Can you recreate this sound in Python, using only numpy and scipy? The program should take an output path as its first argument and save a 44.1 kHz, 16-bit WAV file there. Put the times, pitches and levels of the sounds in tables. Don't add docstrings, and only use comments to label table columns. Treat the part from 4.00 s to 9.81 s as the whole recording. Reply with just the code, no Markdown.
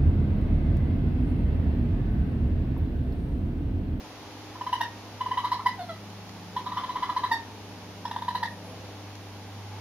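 import sys
import numpy as np
from scipy import signal
from scipy.fft import rfft, irfft, next_fast_len
from scipy.io import wavfile
from scipy.ndimage import map_coordinates

SR = 44100
rng = np.random.default_rng(int(sys.argv[2]) if len(sys.argv) > 2 else 0)


def to_wav(sig):
    pcm = np.clip(np.atleast_2d(sig), -1, 1) * 32767
    pcm = np.round(pcm).astype(np.int16)
    wavfile.write(sys.argv[1], SR, pcm.T)


N = 256127
LEAD_S = .02


def raccoon():
    # start/s, end/s, second harmonic/dB, rasp/dB
    trills = [(0.5, 0.78, -24.5, -15.5), (1.18, 1.62, -19, -16.5), (2.53, 3.28, -20, -14.5),
              (4.02, 4.39, -22.5, -11.5)]
    # t/s, level/dB, pitch/Hz, length/s, attack/s, mouth resonance/Hz, upper harmonics/dB, squeak/dB
    chirps = [ (.55, -36, 1000, 0.019, .007, 2900, -22, -14),
              (0.609, -23.5, 973, .015, 0.0036, 2900, -15, -21),
              (.6647, -20, 986, .016, 0.0057, 2880, -17, -22),
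              (0.7251, -12, 980, .016, 0.0091, 2850, -12, -34),
              (1.205, -18, 984, 0.017, 0.0079, 2980, -15.5, -34),
              (1.258, -20, 985, 0.015, .006, 3000, -15, -27),
              (1.309, -16.5, 990, .017, 0.0086, 3030, -17, -33),
              (1.37, -16.5, 997, 0.0237, 0.0075, 3150, -14, -25),
              (1.436, -15.5, 975, 0.0252, 0.014, 4300, -17.5, -19),
              (1.5138, -15, 986.5, 0.0213, 0.0067, 4320, -13.5, -24),
              (1.589, -26.5, 1019, 0.0226, 0.0085, 4000, -22, -12),
              (2.5622, -19, 981, 0.0184, 0.0054, 3400, -13.5, -27),
              (2.6617, -25, 989, 0.0194, 0.004, 3720, -15.5, -13),
              (2.716, -26.5, 991, 0.0224, 0.0049, 3700, -14, -11.5),
              (2.7656, -19.5, 1001, 0.0258, 0.0085, 3350, -14, -14),
              (2.8322, -22.5, 994, 0.0197, 0.0075, 3520, -14.5, -19),
              (2.8897, -23, 996, 0.022, 0.0059, 3840, -17, -24),
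              (2.9538, -21.5, 1001, 0.0236, 0.0069, 3380, -13.5, -18),
              (3.0216, -17.5, 991, 0.024, 0.0088, 3350, -15, -19),
              (3.0898, -19.5, 978, 0.0178, 0.0093, 3620, -14, -10.5),
              (3.161, -15, 990, 0.0209, 0.0091, 4360, -18, -28),
              (3.2324, -16.5, 984, 0.0218, 0.0089, 3780, -20.5, -16.5),
              (4.051, -16, 936, 0.0096, 0.0065, 3430, -13, -37),
              (4.111, -19.5, 930, 0.011, 0.0037, 3250, -16, -24),
              (4.16, -14.5, 942, 0.0095, 0.0064, 3650, -22, -28),
              (4.2195, -17, 945, 0.0093, 0.005, 3700, -17, -31),
              (4.279, -13.5, 960, .012, 0.0079, 4120, -14, -37),
              (4.3468, -14, 966, 0.0144, 0.0086, 4150, -14, -32)]
    # t/s, level/dB, f/Hz
    high_tones = [(.608, -49, 5350), (.726, -44, 5780), (0.811, -43, 5530), (1.445, -54, 5200),
                  (1.518, -43, 5200), (2.563, -52, 5650), (2.766, -46, 5600), (4.052, -41, 5370)]
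    yelps = [ (0.8043, -14, 938, -.03, 0.015, 2730, -7.5, -11, -7, .03),
             (1.6567, -10.5, 968, 0.028, .016, 4950, -6.5, -13.5, -11, .017),
             (3.3102, -12.5, 930, -0.044, 0.0215, 4700, -3.5, -12, -14, .005),
             (4.426, -11, 932.4, -0.017, 0.012, 4180, -4, -12.5, -7, .032)]
    # t/s, level/dB, pitch/Hz, scoop/share, length/s, attack/s, second harmonic/dB, upper harmonics/dB
    whimpers = [(1.779, -22.5, 712, .28, .045, 0.034, -16, -16),
                (1.879, -29.5, 660, .13, 0.047, 0.026, -5.5, -9.5)]
    trill_at = lambda s: min(trills, key=lambda trill: abs(s - (trill[0] + trill[1]) / 2))
    calls = [(s, chirp(s, *row, trill_at(s))) for s, *row in chirps]
    calls += [(s, high_tone(*row)) for s, *row in high_tones]
    calls += [(s, yelp(*row)) for s, *row in yelps]
    calls += [(s, whimper(*row)) for s, *row in whimpers]
    return terrace(calls)


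def chirp(s, db, pitch_hz, length, attack, mouth_hz, upper_db, squeak_db, trill):
    start, end, second_db, rasp_db = trill
    progress = (s - start) / (end - start)
    second_db += 6.5 * (progress - .5)
    rasp_db -= .22 * (db + 9)
    glide = .095 + 8 * (length - .0164)
    return note(db, pitch_hz, length, attack, mouth_hz, second_db, upper_db, rasp_db, squeak_db,
                scoop=.03114, glide=glide, jitter=.014,
                sag_db=10, hold_db=-5.5, lead_db=-29.5, shimmer_db=3, opening_s=.0042)


def yelp(db, pitch_hz, glide, length, mouth_hz, second_db, upper_db, rasp_db, jitter, attack=.01):
    return note(db, pitch_hz, length, attack, mouth_hz, second_db, upper_db, rasp_db, squeak_db=-29,
                scoop=.0394, glide=glide, jitter=jitter,
                sag_db=8.5, hold_db=2.5, lead_db=-23.5, shimmer_db=2, opening_s=.0078)


def whimper(db, pitch_hz, scoop, length, attack, second_db, upper_db, mouth_hz=4250):
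    return note(db, pitch_hz, length, attack, mouth_hz, second_db, upper_db, rasp_db=-25, squeak_db=-45,
                scoop=scoop, glide=-.04, jitter=.0026,
                sag_db=9.5, hold_db=-4, lead_db=-25, shimmer_db=3.5, opening_s=.0044)


def note(db, pitch_hz, length, attack, mouth_hz, second_db, upper_db, rasp_db, squeak_db,
         scoop, glide, jitter, sag_db, hold_db, lead_db, shimmer_db, opening_s):
    # f/Hz, level/dB
    formants = [(2000, 15.5), (2550, -19), (3050, 9), (3400, 8.5), (4100, 2), (4600, -8), (5400, -5.5),
                (6500, -16), (9000, -12.5), (12000, -8), (14000, -33)]
    # f/Hz, level/dB
    turbulence = [(400, -38), (750, 3), (900, 11), (1200, -4.5), (1450, -8), (1750, 4.5), (2050, -12.5),
                  (2450, -28), (3200, -8.5), (4100, -14.5), (4700, -16.5), (5600, -18.5), (6800, -31),
                  (12000, -23), (15000, -58)]
    hoarse_rad, squeak_ratio, bass_cut_hz = 36 * jitter, 1.19, 395
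    size = SR // 8
    t = np.arange(size) / SR - LEAD_S
    progress = np.clip(t / length, 0, 2)
    lead = amp(lead_db) * np.exp(-(np.minimum(t, 0) / .007) ** 2)
    push = np.sin(np.pi / 2 * np.clip(t / attack, 0, 1)) ** 2
    release = np.exp(-(progress / 1.15) ** 9)
    pressure = (lead + (1 - lead) * push) * amp(-sag_db * progress) * release
    mouth_open = 1 - np.exp(-np.maximum(t, 0) / opening_s)
    contour = scoop * np.exp(-progress / .181) + glide * (np.minimum(progress, 1) ** 3 - .5 ** 3)
    phase = 2 * np.pi * np.cumsum(pitch_hz * (1 + contour + jitter * wobble(600, size))) / SR
    resonance = lambda hz: 1 + 2.2 / (1 + 1j * (hz - mouth_hz) / 190)
    buzz = sum(np.sin(k * phase + hoarse_rad * wobble(330, size) + rng.uniform(0, 2 * np.pi))
               for k in range(3, 16))
    upper = unit(filtered(buzz, lambda hz: amp(along(formants, hz)) * resonance(hz))) / np.sqrt(2)
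    overtones = amp(second_db) * np.sin(2 * phase) + amp(upper_db) * np.sqrt(mouth_open) * upper
    overtones *= amp(hold_db * (progress - .5) + shimmer_db * wobble(318, size))
    tone = amp(.96 * wobble(312, size)) * np.sin(phase) + mouth_open * overtones
    squeak_level = amp(squeak_db) * bell(t / length, .45, .6)
    squeak = squeak_level * np.sin(squeak_ratio * phase + wobble(214, size) + rng.uniform(0, 2 * np.pi))
    breath = unit(filtered(noise(turbulence, size), resonance))
    rasp = breath * (1 + .25 * np.sin(phase)) * amp(rasp_db - 4.5 * progress)
    voice = pressure * (tone + np.sqrt(mouth_open) * rasp) + squeak
    return amp(db) * filtered(voice, lambda hz: 1 - bell(hz, 0, bass_cut_hz))


def high_tone(db, pitch_hz, rise_s=.003, waver=.014):
    size = SR // 10
    age = np.maximum(np.arange(size) / SR - LEAD_S, 0) / rise_s
    envelope = age * np.exp((1 - age ** 2) / 2)
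    hz = pitch_hz * (1 + waver * wobble(370, size))
    return amp(db) * envelope * np.sin(2 * np.pi * np.cumsum(hz) / SR)


def terrace(calls, lag_s=.00006):
    # delay/s, level/dB
    walls = [(.00601, -11.5), (.0089, -19), (.012, -23), (.0251, -9), (.0502, -21)]
    # f/Hz, level/dB
    scatter = [(1100, -16.5), (1900, -4), (3200, -5.5), (4200, 0), (12000, 0.5)]
    direct, tails = np.zeros(N), np.zeros((2, N))
    for s, call in calls:
        add(direct, s - LEAD_S, call)
        add(tails, s - LEAD_S, signal.fftconvolve(call[None], garden_tail(), axes=1))
    side = np.array([[-1], [1]])
    tilt = [(1000, 0), (2000, 1.3)]  # f/Hz, level/dB
    pan = lambda hz: np.exp(1j * np.pi * hz * lag_s * side) * amp(along(tilt, hz) * side)
    echoes = lambda hz: sum(amp(db) * np.exp(-2j * np.pi * hz * delay) for delay, db in walls)
    near = filtered(direct, lambda hz: pan(hz) * (1 + echoes(hz)))
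    return near + diffuse(filtered(tails, lambda hz: amp(along(scatter, hz))))


def garden_tail(build_s=.0071):
    # f/Hz, t60/s
    decay_times = [(300, 0.047), (1000, 0.46), (2000, 0.24), (5000, 0.22), (12000, 0.083)]
    hz, t, spectra = signal.stft(rng.standard_normal((2, SR // 4)), SR, nperseg=256)
    decay = amp(-60 * t / along(decay_times, hz)[:, None])
    onset = 1 - np.exp(-t / build_s)
    tail = signal.istft(spectra * decay * onset, SR, nperseg=256)[1]
    return tail / np.sqrt(np.sum(tail ** 2) / 2)


def paws(tick_t60_s=.029):
    # t/s, level/dB
    claws = [(2.102, -46), (2.293, -41.5), (5.154, -42.5)]
    # t/s, level/dB, half length/s
    brushes = [(4.515, -64, 0.061), (4.68, -61, .045), (5.3, -81, .07)]
    # f/Hz, level/dB
    tick_colour = [(500, -22), (1500, 1), (3200, -1), (6500, -4), (10000, -27), (15000, -25)]
    brush_colour = [(5000, -30), (9500, -10), (11000, 0), (12500, -18), (15000, -31)]
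    t = np.arange(N) / SR
    strikes = sum(amp(db - 60 * np.abs(t - s) / tick_t60_s) * (t >= s) for s, db in claws)
    strokes = sum(amp(db) * bell(t, s, half_s) for s, db, half_s in brushes)
    return diffuse(strikes * noise(tick_colour, (2, N)) + strokes * noise(brush_colour, (2, N)))


def engine(overtone_trim_db=-13):
    # t/s, f/Hz
    speed = [(0, 102.4), (1.5, 102.5), (2.8, 101.7), (4.2, 99.55), (5.81, 100.7)]
    # t/s, level/dB
    firing_fader = [(0.03, -70), (0.09, -57), (0.4, -50), (2.24, -46), (2.27, -48), (2.77, -48),
                    (3.01, -56.5), (3.26, -49), (5.49, -44.5), (5.75, -41)]
    # multiple of the four-stroke cycle, relative level/dB
    exhaust = [(3, -38), (6, -14), (7, 0.5), (8, 2), (9, -36), (10, -4.5), (11, -14.5), (12, -0.5),
               (16, -9.5), (20, -6.5), (24, -10), (28, -23)]
    # t/s, level/dB
    low_fader = [(.2, -62), (1, -55), (1.8, -43.5), (2.5, -39.5), (3.35, -52.5), (3.8, -44.5), (4.6, -41),
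                 (5.05, -48.5)]
    # t/s, level/dB
    high_fader = [(.2, -42.5), (1, -45.5), (1.4, -46), (2.6, -46), (3.2, -43), (4.2, -40.5), (5.3, -43.5),
                  (5.7, -49)]
    cycle = 2 * np.pi * np.cumsum(curve(speed) / 4) / SR
    firing = amp(curve(firing_fader) + .3 * wobble(6)) * np.sin(4 * cycle)
    overtones = np.zeros(N)
    for order, db in exhaust:
        fade_db = curve(low_fader if order <= 8 else high_fader) + 2 * wobble(5)
        phase = order * cycle + .5 * wobble(7) + rng.uniform(0, 2 * np.pi)
        overtones += amp(db + fade_db) * np.sin(phase)
    return np.sqrt(2) * (firing + amp(overtone_trim_db) * overtones)


def traffic():
    # t/s, half length/s, f/Hz, half width/Hz, level/dB
    swells = [(4.65, 0.41, 516, 64, -56.5), (4.8, 0.3, 650, 70, -53.5), (4.7, 0.47, 840, 61, -61),
              (5.42, 0.036, 850, 23, -56), (5.5, 0.068, 795, 50, -56), (5.68, 0.1, 821, 8, -52.5),
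              (5.745, 0.091, 860, 8, -54)]
    t = np.arange(N) / SR
    tyres = np.zeros((2, N))
    for s, half_s, centre_hz, half_hz, db in swells:
        band = unit(filtered(rng.standard_normal((2, N)), lambda hz: bell(hz, centre_hz, half_hz)))
        tyres += amp(db) * bell(t, s, half_s) * band
    return diffuse(tyres)


def town(level_db=-46, swell_db=1):
    # f/Hz, level/dB
    rush = [(15, -66), (25, -16), (43, -15.5), (76, -8), (110, -8), (150, -9.5), (264, -5.5), (351, -10.5),
            (413, -7), (549, -12), (839, -7.5), (1380, -17.5), (3450, -19.5), (5800, -22.5), (7000, -28),
            (9100, -67)]
    return amp(level_db + swell_db * wobble(2.283)) * diffuse(noise(rush, (2, N)))


def diffuse(pair):
    # f/Hz, side over mid/dB
    width = [(60, -12), (110, -9), (200, -13.5), (380, -12), (700, -12), (1290, -7.5), (2380, -3.5),
             (4400, 1.5), (8120, 0), (15000, -2.5)]
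    angle = lambda hz: np.arctan(amp(along(width, hz)))
    mid, side = filtered(pair, lambda hz: np.array([np.cos(angle(hz)), np.sin(angle(hz))]))
    return np.array([mid + side, mid - side])


def amp(db):
    return 10 ** (np.asarray(db) / 20)


def unit(x):
    return x / np.sqrt(np.mean(x ** 2) + 1e-20)


def bell(x, centre, half_width):
    return np.exp(-((x - centre) / half_width) ** 2)


def along(points, hz):
    f, values = np.transpose(points)
    return np.interp(np.log(hz + 1), np.log(f + 1), values)


def curve(points):
    return np.interp(np.arange(N) / SR, *np.transpose(points))


def wobble(rate, size=N):
    knots = rng.standard_normal(int(size * rate / SR) + 4)
    return map_coordinates(knots, [np.arange(size) * rate / SR])


def filtered(x, response):
    n = x.shape[-1]
    padded = next_fast_len(n + 8192)
    return irfft(rfft(x, padded) * response(np.fft.rfftfreq(padded, 1 / SR)), padded)[..., :n]


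def noise(spectrum, shape):
    return unit(filtered(rng.standard_normal(shape), lambda hz: amp(along(spectrum, hz))))


def add(track, s, sound):
    part = track[..., round(s * SR):][..., :sound.shape[-1]]
    part += sound[..., :part.shape[-1]]


def scene():
    return raccoon() + paws() + engine() + traffic() + town()


def record(dry):
    # f/Hz, level/dB
    hiss_colour = [(1000, 1), (2500, 3), (5000, 1.5), (6200, -3), (7300, -10), (9200, -5.5), (11000, -4.5),
                   (13000, -7), (15500, -17)]
    whine_hz, notch_hz, top_hz = 8800, 8150, 15780
    hiss = amp([[-56.8], [-55.2]]) * diffuse(noise(hiss_colour, (2, N)))
    drift_rad = 1.05 * np.array([wobble(25), wobble(25)])
    whine = amp(-73) * np.sin(2 * np.pi * whine_hz * np.arange(N) / SR + drift_rad)
    notch = lambda hz: 1 - np.exp(-((hz - notch_hz) / 480) ** 6)
    return filtered(dry + hiss + whine, lambda hz: notch(hz) * (hz < top_hz))


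dry = scene()
out = record(dry)
to_wav(out)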